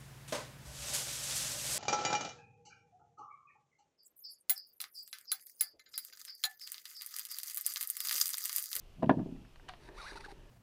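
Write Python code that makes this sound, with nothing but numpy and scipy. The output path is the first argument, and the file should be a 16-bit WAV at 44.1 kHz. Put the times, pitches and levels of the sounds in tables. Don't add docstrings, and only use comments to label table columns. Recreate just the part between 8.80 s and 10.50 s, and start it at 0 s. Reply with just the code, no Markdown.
import sys
import numpy as np
from scipy import signal
from scipy.fft import rfft, irfft, next_fast_len
from scipy.io import wavfile
from scipy.ndimage import uniform_filter1d, map_coordinates

SR = 44100
rng = np.random.default_rng(int(sys.argv[2]) if len(sys.argv) > 2 else 0)


def waveform_to_disk(signal):
    frames = np.transpose(np.atleast_2d(signal))
    scaled = np.clip(frames, -1, 1) * 32767
    samples = np.round(scaled).astype(np.int16)
    wavfile.write(sys.argv[1], SR, samples)


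N = 74970
BLOW_TIME = np.arange(int(0.4 * SR)) / SR
TABLE_LOW_HZ = 123


def amp(db):
    return 10 ** (np.asarray(db) / 20)


def unit(x):
    return x / np.sqrt(np.mean(x ** 2) + 1e-20)


def along(points, hz):
    f, v = np.transpose(points)
    return np.interp(np.log(hz + 1), np.log(f + 1), v)


def curve(rows):
    return np.interp(np.arange(N) / SR, *np.transpose(rows))


def gesture(rows, fade_s=0.039):
    start, end = rows[0][0], rows[-1][0]
    fade = curve([(start - fade_s, 0), (start, 1), (end, 1), (end + fade_s, 0)])
    return amp(curve(rows)) * fade


def wobble(rate):
    knots = rng.standard_normal(N // 8)
    return map_coordinates(knots, [np.arange(N) * rate / SR], mode="wrap")


def filtered(x, response):
    m = next_fast_len(len(x) + 8192)
    return irfft(rfft(x, m) * response(np.fft.rfftfreq(m, 1 / SR)), m)[:len(x)]


def coloured(x, spectrum):
    return unit(filtered(x, lambda hz: amp(along(spectrum, hz))))


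def noise(spectrum, size):
    return coloured(rng.standard_normal(size), spectrum)


def ticks(per_s, spectrum, size):
    hits = (rng.random(size) < per_s / SR) * rng.standard_normal(size)
    return coloured(hits, spectrum)


def patchy(x, depth_db):
    z = signal.stft(x, nperseg=512)[2]
    field = rng.standard_normal(z.shape)
    field = uniform_filter1d(field, size=4, axis=0)
    field = uniform_filter1d(field, size=6, axis=1)
    return unit(signal.istft(z * amp(depth_db * unit(field)))[1][:N])


def rubbed(peaks):
    def body(f):
        total = 0
        for k, (centre, width, db) in enumerate(peaks):
            damping = 1j * f * width
            total = total + (-1) ** k * amp(db) * damping / (centre * centre - f * f + damping)
        return total
    return unit(filtered(rng.standard_normal(N), body))


def dying(t, t60):
    return np.exp(-np.log(1000) * t / t60)


def ring(modes, t, scatter_db):
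    total = np.zeros(len(t))
    for hz, db, t60 in modes:
        level = amp(db + scatter_db * rng.standard_normal())
        rise = 1 - np.exp(-t * hz / 0.4)
        total += level * rise * dying(t, t60) * np.sin(2 * np.pi * hz * t)
    return total


def add(out, s, db, top_hz, sound):
    lowpass = signal.butter(4, min(top_hz, SR / 2 - 1), fs=SR, output="sos")
    soft = signal.sosfilt(lowpass, sound)
    room = out[round(s * SR):][:len(soft)]
    room += amp(db) * soft[:len(room)]


def above_table_low(x, order):
    return signal.sosfilt(signal.butter(order, TABLE_LOW_HZ, "highpass", fs=SR, output="sos"), x)


def knocks():
    # (time [s], relative level [dB], hardness as the contact's top [Hz])
    contacts = [(0.181, -35, 222), (0.194, -39, 299), (0.2238, -30, 1900), (0.2295, -15, 870),
                (0.2404, -9, 232), (0.2617, -16.5, 296), (0.2694, -12.5, 204), (.2944, -5.5, 3230),
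                (0.3086, -8.5, 430), (0.3154, -21.5, 890), (0.338, -24.5, 590), (0.3703, -14.5, 336),
                (0.381, -34, 750), (0.398, -19.5, 380), (.414, -14, 218), (0.4594, -23.5, 473),
                (.490, -23.5, 350), (0.522, -24.5, 306), (.549, -30, 350), (0.586, -36.5, 280),
                (0.614, -38, 234), (0.652, -32, 192)]
    # (mode [Hz], mean level [dB], t60 [s])
    table_modes = [(120.5, -35, 0.51), (150.7, -19.5, 0.11), (180.5, -30, 0.23), (220, -21.5, 0.25),
                   (274.8, -3.5, 0.044), (317.7, -7.5, 0.033), (384.7, -7, 0.041), (520.7, -9, 0.04),
                   (608, -19.5, 0.1), (652, -7.5, 0.068), (705.5, -10, 0.06), (760, -12, 0.025),
                   (892, -23.5, 0.093), (945, -11.5, 0.053), (1004, -14.5, 0.077), (1186, -32, 0.11),
                   (1438, -15.5, 0.042), (1658, -21.5, 0.055), (1744, -30, 0.093), (2387, -30, 0.05),
                   (2630, -32.5, 0.044), (3045, -29, .025), (3720, -34.5, 0.029)]
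    # (frequency [Hz], t60 [s])
    board_spectrum = [(60, -34), (130, -14.5), (300, 5), (1000, 2), (1250, -19), (1750, -0.5), (2050, -31),
                      (2800, -13.5), (3600, -6.5), (4300, -26.5), (10000, -16.5), (15000, -27)]
    board_t60 = [(150, 0.077), (600, 0.15), (1500, 0.11), (4000, 0.015), (10000, 0.021)]
    # (frequency [Hz], relative level [dB])
    rattle_spectrum = [(500, -20.5), (1500, -11), (2100, -11), (3200, -13), (4500, -24.5), (12000, -24)]
    modes_db, boards_db, rattle_db = -2, -19, -41
    boards_rise_s = 0.00052
    rattle_t60_s, rattle_per_s = 0.14, 940
    damp_s_per_hz = 0.00046

    out, t = np.zeros(N), BLOW_TIME
    for s, db, top_hz in contacts:
        hz, frames, z = signal.stft(noise(board_spectrum, len(t)), SR, nperseg=256)
        decay = dying(frames, along(board_t60, hz)[:, None])
        boards = signal.istft(z * decay, SR)[1][:len(t)]
        boards = boards * (1 - np.exp(-t / boards_rise_s))
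        chatter = ticks(rattle_per_s, rattle_spectrum, len(t))
        rattle = amp(rattle_db) * dying(t, rattle_t60_s) * chatter
        body = amp(modes_db) * ring(table_modes, t, scatter_db=2.5) + amp(boards_db) * boards
        add(out, s, db, top_hz, body * dying(t, damp_s_per_hz * top_hz) + rattle)
    return above_table_low(out, order=2)


def rolling():
    # (time [s], relative level [dB])
    strength = [(.17, -63), (.20, -46.5), (.25, -44), (.31, -36.5), (.35, -40), (.385, -31), (.42, -34.5),
                (.445, -44), (.50, -47.5), (.56, -52), (.62, -54.5), (.72, -70)]
    # (centre [Hz], width [Hz], relative level [dB])
    resonances = [(164.4, 39, 2), (198, 34, -4), (243, 22, -10.5), (347, 127, -13), (622, 46, -18),
                  (870, 180, -26), (1680, 120, -34)]
    roll_db, soft_hz = -1.5, 1580
    rumble = above_table_low(rubbed(resonances), order=4)
    softened = filtered(rumble, lambda hz: 1 / (1 + (hz / soft_hz) ** 2))
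    return amp(roll_db) * gesture(strength) * softened


def clicks():
    # (time [s], relative level [dB], hardness as the contact's top [Hz])
    contacts = [(0.224, -59, 5090), (0.2285, -48, 12630), (0.2305, -39, 2550), (.241, -44, 2830),
                (0.26, -52, 4200), (0.2965, -45, 11200), (0.315, -49.5, 5500), (0.392, -42.5, 1640),
                (0.562, -53, 2050), (0.649, -52, 2870), (0.7586, -53.5, 4950), (0.797, -46.5, 1730),
                (0.8835, -50, 4285), (0.888, -36, 12000), (0.8921, -37, 4240), (0.8941, -38, 2360),
                (0.91, -66, 5060), (.9205, -52, 3870), (0.9362, -43.5, 4630), (1.0884, -44.5, 1960),
                (1.244, -57, 12000), (1.357, -52, 9000), (1.46, -49, 8000)]
    # (mode [Hz], mean level [dB], t60 [s])
    metal_modes = [(740, -10, 0.08), (1164, -6.5, 0.051), (1597, 0, 0.026), (1770, 0.5, 0.025),
                   (1900, -3.5, 0.027), (2800, 2.5, 0.012), (2930, -2.5, 0.021), (3800, -8.5, 0.023),
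                   (5200, -17, 0.0066)]
    # (frequency [Hz], relative level [dB])
    snap_spectrum = [(300, -29.5), (650, 10.5), (1000, 7), (2000, 2.5), (4500, 5), (6500, -9), (10000, -13),
                     (15000, -36)]
    metal_db = -9.5
    snap_db, snap_t60_s = -5.5, 0.02
    tail_db, tail_t60_s = -25, 0.33

    out, t = np.zeros(N), BLOW_TIME
    snap_decay = amp(snap_db) * dying(t, snap_t60_s) + amp(tail_db) * dying(t, tail_t60_s)
    for s, db, top_hz in contacts:
        snap = noise(snap_spectrum, len(t)) * snap_decay
        metal = amp(metal_db) * ring(metal_modes, t, scatter_db=3.5)
        add(out, s, db, top_hz, metal + snap)
    return out


def twang():
    start_s, level_db, t60_s = 0.894, -49, 0.2
    rest_hz, extra_hz, settle_s = 690, 110, 0.018
    t = np.maximum(np.arange(N) / SR - start_s, 0)
    hz = rest_hz + extra_hz * np.exp(-t / settle_s)
    phase = 2 * np.pi * np.cumsum(hz * (t > 0)) / SR
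    return amp(level_db) * dying(t, t60_s) * np.sin(phase)


def friction():
    # (time [s], relative level [dB])
    strength = [(0.986, -95), (1.012, -72.5), (1.09, -67), (1.096, -91), (1.14, -75), (1.18, -59),
                (1.285, -55.5), (1.336, -58), (1.352, -63.5), (1.36, -59.5), (1.38, -56.5), (1.394, -76),
                (1.408, -58), (1.428, -69.5), (1.45, -58), (1.478, -74.5), (1.518, -58), (1.535, -86)]
    # (frequency [Hz], relative level [dB])
    hiss_spectrum = [(300, -4), (900, 4), (2000, 6.5), (2650, 2), (3150, -10), (3750, 4), (4700, 4.5),
                     (5200, -6), (5800, -3.5), (7200, -12.5), (8700, -10), (9400, -15), (10300, -11.5),
                     (12000, -24), (15000, -27)]
    # (centre [Hz], width [Hz], relative level [dB])
    tube_resonances = [(405, 24, -18), (584, 45, -3.5), (897, 61, 0), (3800, 200, -7), (5560, 89, -8.5),
                       (8700, 260, -15), (9790, 44, -8), (10750, 64, -21)]
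    hiss_db, tube_db, grit_db = 2.5, -3.5, -3
    grain_db, grain_per_s, grit_per_s = 1.5, 300, 520
    grain = unit(amp(grain_db * wobble(grain_per_s)))
    grit = amp(grit_db) * ticks(grit_per_s, hiss_spectrum, N)
    hiss = amp(hiss_db) * patchy(noise(hiss_spectrum, N), depth_db=3.5)
    tube = amp(tube_db) * rubbed(tube_resonances)
    return gesture(strength) * (grit + grain * (hiss + tube))


def squeak():
    # (time [s], pitch [Hz])
    pitch = [(1.15, 700), (1.175, 987), (1.193, 1490), (1.22, 1172), (1.243, 1041), (1.265, 1480),
             (1.288, 1826), (1.303, 1461), (1.316, 1769), (1.33, 997), (1.371, 911), (1.374, 1545),
             (1.385, 1310), (1.395, 868), (1.43, 971.5), (1.449, 1753), (1.474, 875), (1.50, 793)]
    # (time [s], relative level [dB])
    strength = [(1.15, -77), (1.175, -54), (1.20, -48), (1.23, -53.5), (1.288, -50), (1.304, -57),
                (1.318, -47.5), (1.328, -65), (1.352, -57), (1.364, -46.5), (1.379, -51.5), (1.392, -68),
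                (1.403, -51.5), (1.428, -74), (1.444, -47.5), (1.454, -48), (1.474, -71), (1.488, -46),
                (1.502, -66), (1.522, -55), (1.535, -79)]
    squeak_db, flutter_db, jitter = -1.5, 3, 0.034
    rasp_db, rasp_rate_hz = -17.5, 940
    hz = curve(pitch) * (1 + jitter * wobble(900))
    phase = 2 * np.pi * np.cumsum(hz) / SR
    skirt = wobble(rasp_rate_hz) * np.sin(phase) + wobble(rasp_rate_hz) * np.cos(phase)
    tone = np.sin(phase) + amp(rasp_db) * skirt
    fluttering = unit(tone * amp(flutter_db * wobble(250)))
    return amp(squeak_db) * gesture(strength) * fluttering


def bumps():
    # (time [s], relative level [dB], hardness as the contact's top [Hz])
    contacts = [(1.088, -47, 900), (1.319, -43.5, 800), (1.354, -45.5, 1110), (1.386, -51, 600),
                (1.46, -47, 890), (1.521, -44.5, 576)]
    # (mode [Hz], relative level [dB], t60 [s])
    tube_modes = [(333, -2.5, 0.051), (397, -2.5, 0.075), (605, -13, .05), (900, 3.5, 0.03)]
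    out = np.zeros(N)
    for s, db, top_hz in contacts:
        add(out, s, db, top_hz, ring(tube_modes, BLOW_TIME, scatter_db=0.0))
    return out


def handling():
    # (time [s], relative level [dB])
    strength = [(.80, -86), (.84, -71), (.98, -74), (1.08, -64), (1.16, -64), (1.29, -84), (1.34, -64.5),
                (1.44, -66), (1.545, -70), (1.7, -70)]
    # (centre [Hz], width [Hz], relative level [dB])
    resonances = [(206, 150, -8.5), (378, 66, 2), (605, 66, -5.5), (940, 100, -7.5), (1780, 170, -10.5)]
    return amp(5.5) * gesture(strength) * rubbed(resonances)


def garden():
    # (frequency [Hz], relative level [dB])
    air_spectrum = [(60, 1.5), (150, -0.5), (250, -8), (400, -6.5), (700, -12.5), (1200, -15),
                    (1900, -21.5), (2800, -13), (3800, -22), (5300, -23), (7500, -29.5), (12500, -35),
                    (15400, -51.5)]
    # (frequency [Hz], relative level [dB])
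    wind_spectrum = [(10, -3), (33, 8.5), (48, -3), (62, -5), (85, -9.5), (130, -10.5), (250, -28),
                     (600, -48)]
    air_db, wind_db = -63.5, -56.5
    return amp(air_db) * noise(air_spectrum, N) + amp(wind_db) * noise(wind_spectrum, N)


def scene():
    impacts = knocks() + rolling() + clicks()
    sliding = twang() + friction() + squeak() + bumps()
    return (impacts + sliding + handling() + garden())[None]


def record(dry):
    top_hz = 15400
    return np.array([filtered(x, lambda hz: hz < top_hz) for x in dry])


dry = scene()
out = record(dry)
waveform_to_disk(out)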